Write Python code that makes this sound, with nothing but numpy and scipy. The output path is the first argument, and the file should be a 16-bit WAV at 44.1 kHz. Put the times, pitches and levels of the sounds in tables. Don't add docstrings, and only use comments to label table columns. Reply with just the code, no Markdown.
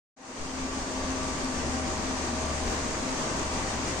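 import sys
import numpy as np
from scipy import signal
from scipy.io import wavfile
from scipy.ndimage import uniform_filter1d

SR = 44100
rng = np.random.default_rng(int(sys.argv[2]) if len(sys.argv) > 2 else 0)


def int16_out(signal):
    q = np.round(np.clip(np.atleast_2d(signal).T, -1, 1) * 32767)
    wavfile.write(sys.argv[1], SR, q.astype(np.int16))


N = 176400
T = np.arange(N) / SR
BASS_OPEN_S, BASS_RISE_S = .35, .06
LOW_PAN_DB = 3


def amp(db):
    return 10 ** (np.asarray(db) / 20)


def unit_rms(x):
    return x / np.sqrt(np.mean(abs(x) ** 2) + 1e-20)


def over_time(rows, times=T, col=1):
    rows = np.array(rows)
    return np.interp(times, rows[:, 0], rows[:, col])


def over_hz(rows, hz):
    rows = np.array(rows)
    return np.interp(np.log(hz + 1), np.log(rows[:, 0] + 1), rows[:, 1])


def drift(width_hz):
    step = 49
    real, imag = rng.standard_normal((2, N // step + 1))
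    band = np.exp(-2 * (np.fft.fftfreq(len(real), step / SR) / width_hz) ** 2)
    slow = np.fft.ifft((real + 1j * imag) * band)
    return np.interp(np.arange(N) / step, np.arange(len(real)), unit_rms(slow))


def pan(db):
    return amp([[db / 2], [-db / 2]])


# frequency in Hz, likeness from 0 to 1.
HALL_LIKENESS = [(60, 0.81), (200, 0.94), (380, 0.84), (700, 0.45), (1290, 0), (2400, 0)]

def diffuse_pair(a, b, hz):
    likeness = over_hz(HALL_LIKENESS, hz)
    return np.array([a, likeness * a + np.sqrt(1 - likeness ** 2) * b])


def hall_tone(hz, width_hz, pan_db, reflected):
    mic_delay_s, wander_hz = .0002 * rng.uniform(-1.03, 1), .78
    direct = np.exp(2j * np.pi * hz * np.array([[0], [mic_delay_s]]))
    echoes = diffuse_pair(drift(width_hz), drift(width_hz), hz)
    turns = rng.random() + np.cumsum(hz + wander_hz * drift(1.87).real) / SR
    wave = (np.sqrt(1 - reflected) * direct + np.sqrt(reflected) * echoes) * np.exp(2j * np.pi * turns)
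    return np.array([unit_rms(side) for side in wave.real]) * pan(pan_db)


# frequency in Hz, relative level in dB.
AIR_SPECTRUM = [(33, -61.5), (50, -64.5), (95, -69), (150, -69.5), (240, -61), (330, -64), (420, -66.5),
                (700, -68.5), (1050, -68), (1350, -72.5), (1900, -74), (2500, -75), (3600, -77),
                (4400, -76.5), (4800, -74), (5300, -77.5), (6250, -75.5), (7000, -74.5), (7700, -76),
                (8400, -76), (9000, -79), (9500, -93), (10400, -118), (12000, -102), (15500, -103)]
# frequency in Hz, extra level in dB.
AIR_LEFT_EXTRA = [(50, 2), (420, 2), (1350, 3), (1900, 4), (2500, 1), (3600, -1), (4800, 0), (5300, 2),
                  (6250, 6), (7000, 0), (7700, -9), (8400, -20), (9000, -38), (9500, -24), (10400, 0),
                  (12000, -8), (15500, -2)]
# time in seconds, body gain in dB, hiss gain in dB.
GAIN_RISE = [(.17, -25, -23.5), (.21, -13.5, -18.5), (.38, -5, -7), (.68, -2, -4), (1.3, -0.1, -1.7),
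             (2.4, 0.5, -1.5), (3.4, 1.6, -0.45), (4, 1.1, -0.5)]

def air():
    frames = dict(nperseg=2048, noverlap=1536)
    hz, times, noise = signal.stft(rng.standard_normal((2, N)), SR, **frames)
    noise, when = diffuse_pair(noise[0].T, noise[1].T, hz), times[:, None]
    patches = uniform_filter1d(rng.standard_normal(noise.shape[1:]), size=7, axis=0)
    patches_db = .84 * unit_rms(uniform_filter1d(patches, size=16, axis=1))
    ridges = uniform_filter1d(rng.standard_normal((2, 1, len(hz))), size=2, axis=2)
    ridges_db = 1.7 * unit_rms(ridges) * hz ** 2 / (hz ** 2 + 900 ** 2)
    flutter_db = .58 * np.sin(2 * np.pi * (6.1 * when + rng.random()))
    body_db = over_time(GAIN_RISE, when)
    hiss_db = over_time(GAIN_RISE, when, col=2) + flutter_db
    treble_share = hz ** 2 / (hz ** 2 + 2000 ** 2)
    gain_rise_db = body_db + (hiss_db - body_db) * treble_share
    bass_shut = np.clip(1 - (when - BASS_OPEN_S) / BASS_RISE_S, 0, 1)
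    bass_db = -13 * bass_shut / (1 + (hz / 130) ** 2)
    brush_db = np.exp(-((when - 2.71) / .06) ** 2) * np.interp(hz, [8000, 13000], [1, 5])
    colour_db = (over_hz(AIR_SPECTRUM, hz) + np.outer([1, 0], over_hz(AIR_LEFT_EXTRA, hz)))[:, None]
    spectrum = noise * amp(colour_db + ridges_db + gain_rise_db + patches_db + bass_db + brush_db)
    wash = signal.istft(spectrum.swapaxes(1, 2), **frames)[1][:, :N] * np.sqrt(SR / 2)
    swell_db = .27 * unit_rms(drift(width_hz=19).real)
    flicker_db = .2 * unit_rms(drift(width_hz=79).real)
    return wash * amp(swell_db + flicker_db)


def thump(start_s=.375, rise_s=.028, level_db=-38):
    age = np.maximum(T - start_s, 0) / rise_s
    push = age ** 2 * np.exp(-age)
    return amp(level_db) * push / push.max() * pan(LOW_PAN_DB)


# peak time in seconds, half-width in seconds, frequency in Hz, level in dB.
HANDLING_BUMPS = [(1.13, .08, 40, -44), (2.67, .06, 38, -38)]

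def bumps():
    return sum(amp(db) * np.exp(-((T - peak_s) / half_width_s) ** 2)
               * hall_tone(hz, width_hz=74, pan_db=LOW_PAN_DB, reflected=.5)
               for peak_s, half_width_s, hz, db in HANDLING_BUMPS)


# frequency in Hz,
# relative level in dB, width in Hz, left over right in dB, extra level at the starting spot in dB.
FAINT_TONES = [(120, -52.5, 1.5, 3, -9), (517, -52, 9, 4, -1), (934, -51, 7, 5, -4), (1260, -57.5, 3, 2, 0),
               (1554, -62.5, 12, 5, 0), (1892, -62.5, 14, 7, -1), (2349, -60.8, 6, 2, 1),
               (4266, -61.0, 12, -2, 0), (4700, -61.5, 12, 3, 2), (5483, -63.0, 8, 7, 0),
               (6207, -59.5, 18, 8, 0), (6985, -62, 16, 0, -2), (7835, -66.5, 8, -8, -2),
               (7991, -60.5, 18, -8, -3), (8014, -58, 14, -8, -3)]
# (time in seconds, relative level in dB).
STRONG_TONES = [(240, 4, 2, .1, [(.2, -62), (.8, -53), (1.05, -57), (1.35, -46), (1.75, -42), (2.03, -49),
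                (2.3, -43.5), (2.55, -43), (2.8, -50), (4, -53)]), (630, 3, 3, .05, [(.65, -64),
                (.95, -47.5), (1.25, -43.5), (1.52, -49.5), (2.0, -45.5), (2.4, -42), (2.65, -48.5),
                (2.95, -45.5), (3.3, -42.5), (3.6, -46), (4, -51)]), (776, 13, 4, .36, [(.2, -61),
                (.75, -52), (1.1, -56), (1.4, -49), (1.85, -45.2), (2.15, -55), (2.5, -47.5), (3.35, -56),
                (3.65, -49.5), (4, -53)]), (1164, 6, 3, .14, [(.2, -68), (.5, -55), (1.05, -46),
                (1.45, -45.5), (2.0, -55), (2.4, -46), (2.65, -51), (3.2, -48), (3.6, -54), (4, -52)])]

def hum_and_whines(leave_s=.7, arrive_s=1.2):
    at_start = np.interp(T, [leave_s, arrive_s], [1, 0])
    faint = sum(amp(db + extra_db * at_start) * hall_tone(hz, width_hz, pan_db, reflected=.28)
                for hz, db, width_hz, pan_db, extra_db in FAINT_TONES)
    strong = sum(amp(over_time(levels)) * hall_tone(hz, width_hz, pan_db, reflected)
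                 for hz, width_hz, pan_db, reflected, levels in STRONG_TONES)
    return amp(-.5) * (amp(over_time(GAIN_RISE)) * faint + strong)


# time in seconds, relative level in dB.
BLOWER_LEVEL = [(.4, -53), (.7, -46.5), (.87, -49), (1.05, -43.5), (1.36, -43), (1.5, -48), (1.72, -38.3),
                (1.92, -38.3), (2.13, -41.5), (2.3, -39.8), (2.68, -39.2), (3.0, -47.5), (3.22, -54),
                (3.42, -41), (3.7, -43), (4, -42)]
# time in seconds, relative level in dB.
BLOWER_OCTAVE_LEVEL = [(1.55, -14), (1.95, 1)]

def blower(hz=74.0):
    drone = hall_tone(hz, width_hz=2.7, pan_db=LOW_PAN_DB, reflected=.033)
    octave = hall_tone(2 * hz, width_hz=5.2, pan_db=LOW_PAN_DB, reflected=.3)
    drone_db = .3 + over_time(BLOWER_LEVEL)
    octave_db = -54 + over_time(BLOWER_OCTAVE_LEVEL) + over_time(GAIN_RISE)
    bass_open = np.clip((T - BASS_OPEN_S) / BASS_RISE_S, 0, 1)
    return (drone * amp(drone_db) + octave * amp(octave_db)) * bass_open


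# time in seconds, relative level in dB.
FAN_THROB = [(.2, -56), (.4, -54), (.52, -43), (.66, -37.5), (.83, -48), (.95, -41), (1.1, -34.5),
             (1.21, -41), (1.31, -36.5), (1.48, -35), (1.62, -45), (1.84, -38), (1.97, -47), (2.07, -37),
             (2.25, -45), (2.65, -47), (2.9, -41), (3.0, -47), (3.11, -33.5), (3.25, -45), (4, -52)]

def fan():
    blades = hall_tone(hz=260.7, width_hz=14, pan_db=LOW_PAN_DB, reflected=.14)
    return blades * amp(over_time(FAN_THROB) - .4)


def scene():
    return air() + blower() + fan() + hum_and_whines() + bumps() + thump()


def record(dry):
    open_s, rise_s, cutoff_hz = .163, .013, 15800
    opened = dry * np.clip((T - open_s) / rise_s, 0, 1)
    lowpass = signal.firwin(511, cutoff_hz, window=("kaiser", 9), fs=SR)
    return signal.oaconvolve(opened, lowpass[None], "same")


dry = scene()
out = record(dry)
int16_out(out)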